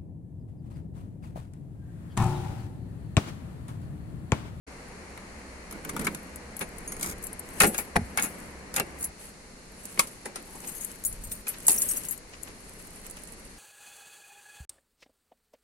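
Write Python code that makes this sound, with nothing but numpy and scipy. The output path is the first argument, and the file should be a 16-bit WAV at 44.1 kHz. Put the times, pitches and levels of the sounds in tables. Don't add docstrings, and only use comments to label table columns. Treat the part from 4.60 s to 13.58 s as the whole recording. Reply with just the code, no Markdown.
import sys
import numpy as np
from scipy import signal
from scipy.fft import rfft, irfft, next_fast_len
from scipy.io import wavfile
from scipy.ndimage import uniform_filter1d

SR = 44100
rng = np.random.default_rng(int(sys.argv[2]) if len(sys.argv) > 2 else 0)


def output_pcm(signal):
    pcm = np.clip(np.atleast_2d(signal).T, -1, 1) * 32767
    wavfile.write(sys.argv[1], SR, np.round(pcm).astype(np.int16))


N = 396089

# time in seconds, steel level in dB, barrel and panel level in dB, rattle in seconds.
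LOCK_CLICKS = [(0.574, -46.5, -44.5, 0.0036), (1.109, -38, -49, .003), (1.124, -38, -46, .004),
               (1.248, -35.5, -40, 0.0041), (1.292, -31, -37, .005), (1.364, -32, -32, .004),
               (1.374, -45, -47, .003), (1.393, -30.5, -40, 0.0021), (1.412, -38, -41, 0.006),
               (1.446, -32, -44, 0.011), (1.467, -26, -24, 0.0031), (1.475, -43, -32.5, .005),
               (1.546, -31.5, -43.5, .003), (2.32, -33, -42.5, .003), (2.365, -39, -49, .002),
               (2.395, -40, -50, .002), (2.41, -33, -48, 0.0039), (2.428, -25, -38, 0.0056),
               (2.443, -33, -40, 0.0033), (2.467, -39, -50, .003), (2.488, -38, -49, .003),
               (2.521, -42, -48, .003)]
# start and end in seconds, steel grit, barrel and lock panel levels in dB.
BLADE_SCRAPES = [(1.108, 1.208, -77, -50, -41), (1.218, 1.602, -70, -57, -36), (1.38, 1.492, -59, -46, -45),
                 (2.388, 2.541, -35.5, -44, -39)]
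# time in seconds, steel, mechanism and door skin levels in dB, rattle in seconds.
DOOR_KNOCKS = [(2.01, -32.5, -33.5, -23, 0.012), (3.002, -14, -26, -33, 0.003),
               (3.0027, -18.5, -17, -25, 0.0011), (3.009, -22, -18.5, -12, 0.0051),
               (3.018, -16, -25.5, -17, 0.0075), (3.0325, -20, -19.5, -8.5, 0.0048),
               (3.041, -21, -25, -20, 0.0036), (3.051, -28, -32, -14.5, 0.015),
               (3.145, -30, -37, -53, 0.0082), (3.181, -33, -33, -26, 0.015),
               (3.573, -20.5, -26.5, -26, 0.002), (3.578, -29, -36, -40, .003),
               (3.584, -42, -26, -34, 0.0051), (3.595, -27.5, -38, -44, 0.0056),
               (3.604, -42, -35.5, -38, 0.007), (3.622, -31, -43, -38, 0.0041),
               (3.631, -32, -39, -26, 0.0064), (3.645, -36, -41, -33, 0.017), (4.14, -30, -44, -52, 0.002),
               (4.153, -37, -50, -47, .001), (4.1615, -20.5, -32.5, -39, 0.0029),
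               (4.1665, -25, -33.5, -30, 0.0038), (4.176, -33, -31, -25, 0.0088),
               (4.197, -21.5, -28, -19, 0.0017), (4.202, -36, -33.5, -19, 0.003)]
# time in seconds, level in dB.
SEAL_RELEASES = [(3.362, -3)]
# time in seconds, level in dB.
KEY_TICKS = [(1.757, -26), (1.964, -24), (1.99, -22), (2.1808, -29), (2.624, -31), (2.666, -21.5),
             (2.7275, -24), (2.792, -21), (5.252, -23), (6.245, -16.5), (6.4365, -22), (6.455, -16.5),
             (6.524, -23.5), (7.0792, 2), (7.092, -8), (7.115, -8), (7.128, -14), (7.217, -8), (7.333, -20),
             (7.433, -27), (7.574, -30), (7.8304, -22.5), (8.269, -36), (8.356, -34), (8.463, -29.5),
             (8.4966, -31), (8.507, -26), (8.633, -29), (8.671, -36), (8.7196, -31.5)]
# time in seconds, level in dB, rattle in seconds, ring of the free-hanging keys in dB.
KEY_JANGLES = [(2.636, -22.5, 0.014, -24), (3.0642, -14, 0.015, -9), (3.177, -13, 0.015, -23),
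               (3.6206, -12.5, 0.02, -14), (5.951, -36, .02, -14), (6.073, -23.5, 0.036, -16),
               (6.147, -29, 0.076, -17), (6.207, -26.5, 0.017, -1), (6.447, -16, 0.0065, -0.5),
               (6.461, -20, .009, 1), (6.638, -28.5, 0.052, -19), (6.717, -20.5, 0.037, -19),
               (6.879, -15, 0.014, -19), (7.0655, -8.5, 0.0031, -13), (7.084, -18, .011, -6),
               (7.103, -7.5, 0.048, -15), (7.158, -20, 0.021, -4), (7.179, -16.5, 0.052, -0.5),
               (7.216, -16, .007, -2), (7.252, -26, 0.013, 0), (7.286, -19, 0.023, 1.5),
               (7.3096, -17.5, .009, -1), (7.358, -23, .005, -4), (7.367, -16.5, 0.0087, -11),
               (7.447, -27, 0.016, -3), (7.483, -19, 0.011, -10), (7.5067, -16.5, 0.013, -15)]
# time in seconds, level in dB.
CLIP_PINGS = [(2.0206, -40), (2.2767, -31.5), (2.3201, -34), (2.3654, -45)]
# time in seconds, level in dB.
LONG_KEY_PINGS = [(7.105, -35), (7.152, -39), (7.178, -28), (7.22, -36), (7.289, -37), (7.312, -35),
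                  (7.367, -39), (7.451, -44)]
# time in seconds, level in dB, rattle in seconds.
KEY_CHATTER = [(4.392, -37, 0.024), (4.4094, -30, 0.014), (4.427, -21.5, 0.0074), (4.441, -19.5, 0.011)]
# time in seconds, left-right difference in dB.
KEYS_PAN = [(2.0, 4.5), (3.6, 2), (5.25, -8.5), (6.15, 5.5), (6.9, -1), (7.1, -0.5), (7.25, 1.5),
            (7.8, 7.5), (8.4, -10)]
# time in seconds, steel, mechanism and frame levels in dB, rattle in seconds.
CATCH_SNAPS = [(5.374, -55, -39, -39, 0.0041), (5.393, -11.5, -18.5, -53, 0.0048),
               (5.471, -37, -59, -70, 0.0024)]
# time in seconds, click, buckle and seat frame levels in dB, rattle in seconds.
BUCKLE_KNOCKS = [(5.655, -29, -36.5, -35.5, 0.011), (5.757, -26.5, -37.5, -38.5, 0.004),
                 (6.716, -29, -46.5, -55, .002), (6.868, -33, -35, -48, 0.0043),
                 (7.0825, -15.5, -27.5, -30, 0.0035), (7.094, -19, -33, -36, 0.009)]
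# time in seconds, swish and thud levels in dB.
CLOTH_PUSHES = [(5.658, -53, -32), (5.761, -44, -47), (5.885, -58, -41), (5.947, -62, -36),
                (6.041, -46.5, -38.5), (6.085, -51, -48), (6.885, -42, -50), (6.94, -46, -48),
                (7.355, -48, -43.5), (7.734, -47, -57), (7.874, -46.5, -40), (8.457, -50, -60),
                (8.565, -48, -48)]
# start and end in seconds, rumble, rubbing and shuffle levels in dB.
MOVES = [(1.05, 1.875, -61, -49, -59), (1.884, 2.91, -52.5, -50, -59), (2.81, 3.332, -54, -47, -46.5),
         (3.352, 4.027, -73, -47, -54), (4.096, 4.503, -67, -49.5, -62), (4.56, 4.726, -78, -73, -49),
         (5.07, 5.68, -84, -55, -49.5), (5.75, 6.517, -60, -54, -48.5), (6.393, 6.86, -47, -61, -54),
         (6.883, 7.62, -57, -51.5, -43.5), (7.48, 9.29, -59.5, -61, -54.5)]

# frequency in Hz, level in dB per Hz.
SKIN_CROWD = [(59, -48), (100, -57), (209, 1), (295, -7.5), (406, -3.5), (453, -17), (498, -5.5),
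              (650, -11), (840, -15), (1430, -120)]
MECHANISM_CROWD = [(320, -23), (550, -10.5), (698, -17), (780, 1.5), (886, -3), (1300, -3.5), (1860, 0.5),
                   (2250, -2.5), (2600, 1), (3050, -11.5), (4200, -13.5), (5460, -21), (9240, -120)]
BARREL_CROWD = [(320, -25), (600, -14), (1000, 1), (1300, -1), (1900, -9), (2200, 0), (2600, -9),
                (3100, -15), (4200, -18), (9000, -70)]
# frequency in Hz, level in dB per Hz.
MOUNT_CROWD = [(70, -38), (130, 1), (195, 3), (290, -6), (400, -5), (520, -34), (1000, -60)]
STEEL_CROWD = [(2240, -18.5), (3800, -2.5), (5290, -1.5), (7360, 3.5), (8060, 1), (8720, 6), (10400, 6),
               (12500, -7.5), (13700, -10), (16000, -29)]
SEAL_CROWD = [(59, -30), (110, -14), (260, 2), (440, -7), (570, -10), (830, 5.5), (1060, -13), (1400, -6.5),
              (2130, -6.5), (3120, -34), (4980, -21), (5770, -28), (9410, -23.5), (10200, -14),
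              (13500, -53)]
# frequency in Hz, level in dB per Hz.
BOOM_CROWD = [(15, -30), (35, -7), (85, 3), (120, -9), (190, -2), (290, -17), (450, -22), (900, -38),
              (2000, -80)]
CATCH_CROWD = [(250, -23), (550, -12.5), (1120, 4.5), (1650, -5), (2250, -1), (3000, -7), (3500, -10),
               (6000, -40)]
KEYS_CROWD = [(3240, -8), (5500, -34), (5920, -14), (7550, 1), (8240, -1.5), (10300, 4.5), (11200, 2.5),
              (12500, -10), (13100, -29), (16100, -41), (16500, -36)]

# frequency in Hz, width in Hz at damping 1, level in dB.
SKIN_MODES = [(172, 22, -5), (202, 24, 0), (285, 28, -5), (419, 34, 0), (490, 24, 4)]
SHELL_MODES = [(68, 7, 4), (88, 12, 6), (165, 14, -3), (199, 15, 1), (232, 16, -4), (293, 34, -4),
               (405, 26, -6), (460, 30, -10), (673, 40, -8), (832, 45, -7)]
MECHANISM_MODES = [(540, 50, -7), (830, 60, -2), (1090, 130, -9), (1270, 110, 0), (1412, 24, 3),
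                   (1668, 35, -2), (2200, 45, -1), (2270, 24, 3), (2501, 27, 1), (2587, 35, -4),
                   (2723, 20, -2), (3950, 150, -16), (4260, 130, -15)]
CATCH_MODES = [(1146, 70, 2), (1370, 85, -10), (2205, 99, 1), (2320, 94, -5)]
BARREL_MODES = [(1270, 110, 0), (1412, 30, -1), (2230, 90, -2)]
MOUNT_MODES = [(194, 50, 0), (393, 28, -5)]
STEEL_MODES = [(5500, 72, -48), (7600, 210, -2), (7960, 38, -41), (8950, 51, -1), (11300, 32, 14),
               (11150, 340, 30), (10840, 44, 32), (13000, 140, -4), (12300, 140, 30), (14800, 55, 0)]
KEY_MODES = [(6790, 50, 0), (7450, 40, -5), (8007, 30, -2), (8270, 25, 3), (8445, 40, -3), (8545, 40, -1),
             (8645, 40, -2), (8872, 35, 0), (9010, 45, 0), (9300, 70, -3), (9845, 35, 0), (9961, 40, -1),
             (10432, 40, -2), (10799, 13, 10), (10913, 18, 6), (10969, 25, 1), (11327, 18, 7),
             (11799, 30, -2), (12047, 18, 5), (12400, 60, -7), (12920, 60, -7), (13770, 60, -8),
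             (15020, 47, -7), (15610, 80, -9)]
LONG_KEY_MODES = [(5730, 45, 0), (5950, 70, -5), (6280, 60, -8)]
CLIP_MODES = [(6598, 21, -3), (9750, 16, 0), (12320, 42, -10)]
LOOSE_KEY_MODES = [(6660, 83, -13), (8160, 34, -19), (8950, 25, 1), (9800, 27, -14), (10900, 23, 2),
                   (11700, 38, -11), (14800, 37, -5), (15800, 64, -13)]

# frequency in Hz, level in dB per Hz.
NYLON = [(350, -44), (600, 3), (686, -23), (800, -16), (1130, -6.5), (2980, -5.5), (3440, -12.5),
         (7000, -10), (9100, -37), (15400, -120)]
PADDING = [(59, -32), (100, -44), (254, -2.5), (412, -1), (659, -22), (806, 0), (1100, -7), (1430, -55),
           (2420, -120)]
RUSTLE = [(3530, -49), (6000, -21), (7770, -3.5), (10600, 2.5), (11200, 0.5), (12600, -31), (13600, -13),
          (15400, -38), (16000, -41)]
RUMBLE = [(12, -33), (20, -1.5), (55, -5), (72, -48), (120, -120)]
# frequency in Hz, level in dB per Hz.
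FLUTTER = [(30, -5), (55, -13.5), (85, -4.5), (125, -7), (180, -13), (280, -30), (500, -68)]
RUBBING = [(65, -50), (110, -11.5), (140, -8.5), (182, 0.5), (261, -3.5), (318, -6), (409, -5.5),
           (513, -9.5), (560, -33), (730, -49), (1230, -120)]
AIR = [(280, -25), (480, -1), (736, -5), (930, -5), (1370, -8), (2120, -5.5), (2760, -15), (3300, -23),
       (4290, -53), (7260, -120)]
HISS = [(1650, -17.5), (2800, 1.5), (3170, -5.5), (3940, 1.5), (4270, 7), (4910, 2), (7020, 3), (7890, 0),
        (8480, 1.5), (10600, 0), (11700, -12), (12700, -17), (16000, -38)]
DRONE = [(29, -36), (50, 1), (70, 11.5), (108, -7), (125, 2), (160, -45), (280, -120)]
# frequency in Hz, likeness from -1 to 1.
LIKENESS = [(60, .88), (130, .94), (290, .87), (640, .5), (1400, -.05), (3100, .02), (15000, 0)]
# frequency in Hz, left-right difference in dB.
BALANCE = [(100, 0.5), (700, -1), (1400, 3.5), (2400, 4), (4400, -3.5), (7000, 2), (9500, -2.5), (11200, 9),
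           (15000, 0)]

RING_SIZE = 16384
LEAD_S = .014
AGE = np.arange(RING_SIZE) / SR
TIME = np.arange(N) / SR
SLIPS_PER_S = 1100
HARD_BLOW_DB, CRACK_GROWTH = -20, 1.5
KEY_LOW_CUT_HZ = 4600
SEAT_LOW_CUT_HZ = 123
PUSH_FADE_S = 0.021
BRISK_DB, CLINKS_PER_S, CLINK_RATE_LAW = -45.5, 200, 0.77
CLINK_DB, CLINK_SPREAD_DB, SLIDE_DB = -47, 4, -1
RUSTLE_UNEVEN_DB = 2.5
REST_RUMBLE_DB, REST_RUBBING_DB, REST_SHUFFLE_DB = -59.5, -54.5, -73.5
FLUTTER_DB = -1
DRONE_DB, WASH_DB, ROAR_DB = -53, -49, -52
DRONE_SCREEN_DB, WASH_SCREEN_DB, ENTER_S, ENTER_LENGTH_S = -10.5, -7.5, 4.51, 0.1
CUTOFF_HZ = 17100


def door():
    skin = body(SKIN_CROWD, SKIN_MODES, t60=.1, modes_db=0, damping=.6, tail_db=-9, tail_t60=.35)
    works = body(MECHANISM_CROWD, MECHANISM_MODES, t60=0.045, modes_db=-2, damping=1,
                 tail_db=-20, tail_t60=0.17)
    steel = body(STEEL_CROWD, STEEL_MODES, t60=.018, modes_db=-5, damping=1.8, tail_db=-19, tail_t60=.15)
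    barrel = body(BARREL_CROWD, BARREL_MODES, t60=.035, modes_db=-4, damping=1.2,
                  tail_db=-22, tail_t60=.17)
    mount = body(MOUNT_CROWD, MOUNT_MODES, t60=.08, modes_db=3, damping=1, tail_db=-15, tail_t60=.25)
    clicks = [(s, steel_db, barrel_db, barrel_db, rattle_s)
              for s, steel_db, barrel_db, rattle_s in LOCK_CLICKS]
    lock = knocks(clicks, mount, barrel, steel, panel_db=-9.5, works_db=3.0, steel_db=-1.0,
                  crack_db=-20.0, lag_s=.0015)
    latch = knocks(DOOR_KNOCKS, skin, works, steel, panel_db=-11.5, works_db=3.0, steel_db=-0.9,
                   crack_db=-16.5, lag_s=.0015, per_s=1400, count=2)
    return scrapes(mount, barrel, steel) + lock + latch


def scrapes(mount, barrel, steel):
    slips = (rng.random(N) < SLIPS_PER_S / SR) * rng.standard_normal(N)
    grit, grind, drum = (rms_one(excited(part, slips)) for part in (steel, barrel, mount))
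    out = 0
    for start, end, grit_db, barrel_db, panel_db in BLADE_SCRAPES:
        layers = from_db(grit_db) * grit + from_db(barrel_db) * grind + from_db(panel_db) * drum
        out = out + swell(start, end) * layers
    return out


def door_release():
    seal = body(SEAL_CROWD, SHELL_MODES, t60=0.014, modes_db=-12, damping=2.8, tail_db=-26, tail_t60=0.21)
    shell = body(BOOM_CROWD, SHELL_MODES, t60=0.3, modes_db=5, damping=0.65, tail_db=-15, tail_t60=.5)
    out = np.zeros((2, N))
    for s, level_db in SEAL_RELEASES:
        first = strike(seal, contacts(0.0044, per_s=1100, rebound=0.66))
        add(out, s - .002 - LEAD_S, from_db(level_db - 15.5) * first)
        second = strike(seal, contacts(0.0046, per_s=810, rebound=1.0), count=4)
        add(out, s + 0.0032 - LEAD_S, from_db(level_db - 11.5) * second)
        boom = strike(shell, signal.unit_impulse(RING_SIZE))
        add(out, s + 0.00705, from_db(level_db - 12.5) * boom)
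    return out


def keys():
    ticks = body(KEYS_CROWD, KEY_MODES, t60=.006, modes_db=-2, damping=3, tail_db=-17, tail_t60=.08,
                 spot_db=6, scatter_hz=250)
    bunch = body(KEYS_CROWD, KEY_MODES, t60=.003, modes_db=11, damping=1.3, tail_db=-26, tail_t60=.15,
                 spot_db=8, scatter_hz=300)
    hanging = body(KEYS_CROWD, KEY_MODES, t60=.003, modes_db=18, damping=.7, tail_db=-26, tail_t60=.15,
                   spot_db=5)
    pair = body(KEYS_CROWD, LOOSE_KEY_MODES, t60=0.006, modes_db=5, damping=1.7, tail_db=-26, tail_t60=.1)
    pan_s, pan_db = np.transpose(KEYS_PAN)
    out = pings(CLIP_PINGS, CLIP_MODES) + pings(LONG_KEY_PINGS, LONG_KEY_MODES)
    for s, level_db in KEY_TICKS:
        tick = strike(ticks, contacts(0.0028, per_s=700, rebound=1.0))
        sides = panned(np.interp(s, pan_s, pan_db))
        add(out, s + 0.0029 - LEAD_S, from_db(level_db - 10.5) * sides * tick)
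    for s, level_db, rattle_s, ring_db in KEY_JANGLES:
        touches = contacts(rattle_s, per_s=320, rebound=0.9)
        jangle = strike(bunch, touches, count=6) + from_db(ring_db) * strike(hanging, touches)
        sides = panned(np.interp(s, pan_s, pan_db))
        add(out, s + 0.0031 - LEAD_S, from_db(level_db - 10.0) * sides * jangle)
    for s, level_db, rattle_s in KEY_CHATTER:
        chatter = strike(pair, contacts(rattle_s, per_s=1000, rebound=1.0))
        add(out, s + 0.00094 - LEAD_S, from_db(level_db - 5.5) * chatter)
    return low_cut(out, KEY_LOW_CUT_HZ, order=4)


def pings(rows, modes):
    hz, width, mode_db = np.transpose(modes)[:, :, None]
    right_delay = np.exp(-2j * np.pi * hz.T * [[0], [1]] / SR)
    out = np.zeros((2, N))
    for s, level_db in rows:
        strengths = from_db(level_db + mode_db + rng.normal(0, 1, hz.shape))
        lines = strengths * np.exp(np.pi * (2j * hz - width) * AGE)
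        add(out, s, np.imag(right_delay @ lines))
    return out


def seat():
    frame = body(SKIN_CROWD, SKIN_MODES, t60=0.43, modes_db=-6.5, damping=2.2, tail_db=-4, tail_t60=0.2)
    catch = body(CATCH_CROWD, CATCH_MODES, t60=0.025, modes_db=0, damping=1.0, tail_db=-14, tail_t60=.16,
                 spot_db=1)
    buckle = body(MECHANISM_CROWD, MECHANISM_MODES, t60=0.017, modes_db=-41.0, damping=1.7,
                  tail_db=-18, tail_t60=0.4)
    steel = body(STEEL_CROWD, STEEL_MODES, t60=0.025, modes_db=-31, damping=1.8,
                 tail_db=-12.0, tail_t60=0.13)
    snaps = knocks(CATCH_SNAPS, frame, catch, steel, panel_db=-0.5, works_db=3.0, steel_db=-2.5,
                   crack_db=-19.0, lag_s=0.00093, rebound=0.49)
    clacks = knocks(BUCKLE_KNOCKS, frame, buckle, steel, panel_db=-5.0, works_db=0.5, steel_db=-5.5,
                    crack_db=-25, lag_s=0.001256)
    return low_cut(snaps + clacks, SEAT_LOW_CUT_HZ, order=2)


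def rucksack():
    thud, swish = 0, 0
    for s, swish_db, thud_db in CLOTH_PUSHES:
        since = TIME - s - .005
        push = np.exp(-np.where(since < 0, -since / 0.011, since / PUSH_FADE_S))
        thud = thud + from_db(thud_db - 8.0) * push
        swish = swish + from_db(swish_db + 0.5) * push
    weave = rms_one(uniform_filter1d(rng.random(N) ** 12, size=60))
    return thud * noise(PADDING) + swish * weave * noise(NYLON)


def shuffle(count=8):
    motion = effort(REST_SHUFFLE_DB, column=4)
    brisk = motion / from_db(BRISK_DB)
    pan_db, = in_time(KEYS_PAN)
    held = body(KEYS_CROWD, KEY_MODES, t60=.008, modes_db=3, damping=3.5, tail_db=-18, tail_t60=.1,
                spot_db=8, scatter_hz=400)
    uneven_db = CLINK_SPREAD_DB * np.minimum(rng.exponential(1, N), 3.5)
    sizes = from_db(uneven_db) * brisk ** (1 - CLINK_RATE_LAW / 2)
    touched = rng.random(N) < CLINKS_PER_S * brisk ** CLINK_RATE_LAW / SR
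    spot = rng.integers(count, size=N)
    clinks = 0
    for k in range(count):
        clinks = clinks + excited(held, touched * sizes * (spot == k))
    clinks = rms_one(clinks) * np.sqrt(np.mean(brisk ** 2))
    folds = rms_one(uniform_filter1d(uniform_filter1d(rng.standard_normal(N), size=700), size=700))
    cloth = from_db(RUSTLE_UNEVEN_DB * folds) * (noise(RUSTLE) + from_db(-4.5) * noise(NYLON))
    return from_db(CLINK_DB) * panned(pan_db) * clinks + from_db(SLIDE_DB) * motion * cloth


def handling():
    deep = from_db(2.0) * noise(RUMBLE) + from_db(FLUTTER_DB) * noise(FLUTTER)
    rub = noise(RUBBING) + from_db(-3.5) * noise(AIR)
    return effort(REST_RUMBLE_DB, column=2) * deep + effort(REST_RUBBING_DB, column=3) * rub


def surroundings():
    inside = np.clip((TIME - ENTER_S) / ENTER_LENGTH_S + .5, 0, 1)
    drone = from_db(DRONE_DB) * noise(DRONE) + from_db(ROAR_DB) * noise(RUBBING)
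    wash = from_db(WASH_DB + WASH_SCREEN_DB * inside) * noise(AIR)
    return from_db(DRONE_SCREEN_DB * inside) * drone + wash + from_db(-55.0) * noise(HISS)


def knocks(rows, panel, works, steel, panel_db, works_db, steel_db, crack_db, lag_s,
           rebound=1.0, per_s=900, count=1):
    out, cracks = np.zeros((2, N)), noise(STEEL_CROWD, size=RING_SIZE)
    for s, top_db, mid_db, low_db, rattle_s in rows:
        touches = contacts(rattle_s, per_s, rebound)
        hit_s = s + lag_s
        crack_gain = from_db(crack_db + CRACK_GROWTH * (top_db - HARD_BLOW_DB))
        crack = crack_gain * np.exp(-AGE / 0.00079) * rng.choice([-1, 1])
        add(out, hit_s, crack * np.roll(cracks, rng.integers(RING_SIZE), axis=1))
        add(out, hit_s - LEAD_S, from_db(top_db + steel_db) * strike(steel, touches, count))
        add(out, hit_s - LEAD_S + 0.000808, from_db(mid_db + works_db) * strike(works, touches, count))
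        add(out, hit_s - LEAD_S + 0.0017, from_db(low_db + panel_db) * strike(panel, touches))
    return out


def body(spectrum, modes, t60, modes_db, damping, tail_db, tail_t60, spot_db=3, scatter_hz=0):
    hz, width, level_db = np.transpose(modes)[:, :, None]
    lines = from_db(level_db) * width * np.exp(np.pi * (2j * hz - width * damping) * AGE)
    fade = from_db(-60 * AGE / t60) + from_db(tail_db - 60 * AGE / tail_t60)
    crowd, sides = noise(spectrum, size=8 * RING_SIZE), panned(at_hz(BALANCE, hz[:, 0]))

    def answer():
        start = rng.integers(crowd.shape[1] - RING_SIZE)
        signs = np.where(hz.T < 1250, 1, rng.choice([-1, 1], sides.shape))
        strengths = sides * signs * from_db(rng.normal(0, spot_db, len(hz)))
        pitch_shift = np.exp(2j * np.pi * rng.normal(0, scatter_hz) * AGE)
        ringing = np.imag(strengths @ lines * pitch_shift)
        close_modes = rms_one(crowd[:, start:start + RING_SIZE] * fade)
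        return close_modes + from_db(modes_db) * rms_one(ringing)
    return answer


def contacts(rattle_s, per_s, rebound):
    since = AGE - LEAD_S
    rattle_s = max(rattle_s, .0005)
    size = np.exp(-np.where(since < 0, -since / (.001 + rattle_s / 5), since / rattle_s))
    touched = rng.random(RING_SIZE) < per_s / SR
    uneven = rng.uniform(.4, 1.2, RING_SIZE) * rng.choice([-1, 1], RING_SIZE)
    touches = rebound * size * touched * uneven
    touches[round(LEAD_S * SR)] = 1
    return touches


def strike(answer, touches, count=1):
    spot = rng.integers(count, size=RING_SIZE)
    sound = 0
    for k in range(count):
        here = (touches * (spot == k))[None]
        sound = sound + signal.fftconvolve(answer(), here, axes=1)[:, :RING_SIZE]
    return sound / np.sqrt(uniform_filter1d(np.mean(sound ** 2, axis=0), size=176).max())


def excited(answer, clicks):
    return signal.oaconvolve(answer(), clicks[None], axes=1)[:, :N]


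def swell(start, end):
    return np.sin(np.pi * np.clip((TIME - start) / (end - start), 0, 1))


def effort(rest_db, column):
    power = sum((from_db(move[column]) * swell(move[0], move[1])) ** 2 for move in MOVES)
    return np.sqrt(from_db(rest_db) ** 2 + power)


def noise(spectrum, size=N):
    padded = next_fast_len(size, True)
    hz = np.fft.rfftfreq(padded, 1 / SR)
    mid, side = rfft(rng.standard_normal((2, padded)))
    alike = np.clip(at_hz(LIKENESS, hz), -1, 1)
    both = np.sqrt(1 + alike) * mid + np.sqrt(1 - alike) * side * [[1], [-1]]
    coloured = both * from_db(at_hz(spectrum, hz)) * panned(at_hz(BALANCE, hz))
    return rms_one(irfft(coloured, padded)[:, :size])


def low_cut(x, hz, order):
    return signal.sosfilt(signal.butter(order, hz, "high", fs=SR, output="sos"), x)


def from_db(db):
    return 10 ** (np.asarray(db) / 20)


def rms_one(x):
    return x / np.sqrt(np.mean(x ** 2) + 1e-20)


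def in_time(rows):
    s, *columns = np.transpose(rows)
    return [np.interp(TIME, s, c) for c in columns]


def at_hz(points, hz):
    known, values = np.transpose(points)
    return np.interp(np.log(hz + 1), np.log(known), values)


def panned(pan_db):
    return from_db(np.array([[.5], [-.5]]) * pan_db)


def add(out, s, sound):
    start = round(s * SR)
    out[:, start:start + sound.shape[1]] += sound[:, :N - start]


def scene():
    car = door() + door_release() + seat()
    return car + keys() + handling() + shuffle() + rucksack() + surroundings()


def record(dry):
    opened = np.clip((TIME - .066) / 0.0098, 0, 1)
    rounded = .97 * np.tanh(dry * opened / .97)
    return signal.sosfilt(signal.cheby2(14, 60, CUTOFF_HZ, fs=SR, output="sos"), rounded)


dry = scene()
out = record(dry)
output_pcm(out)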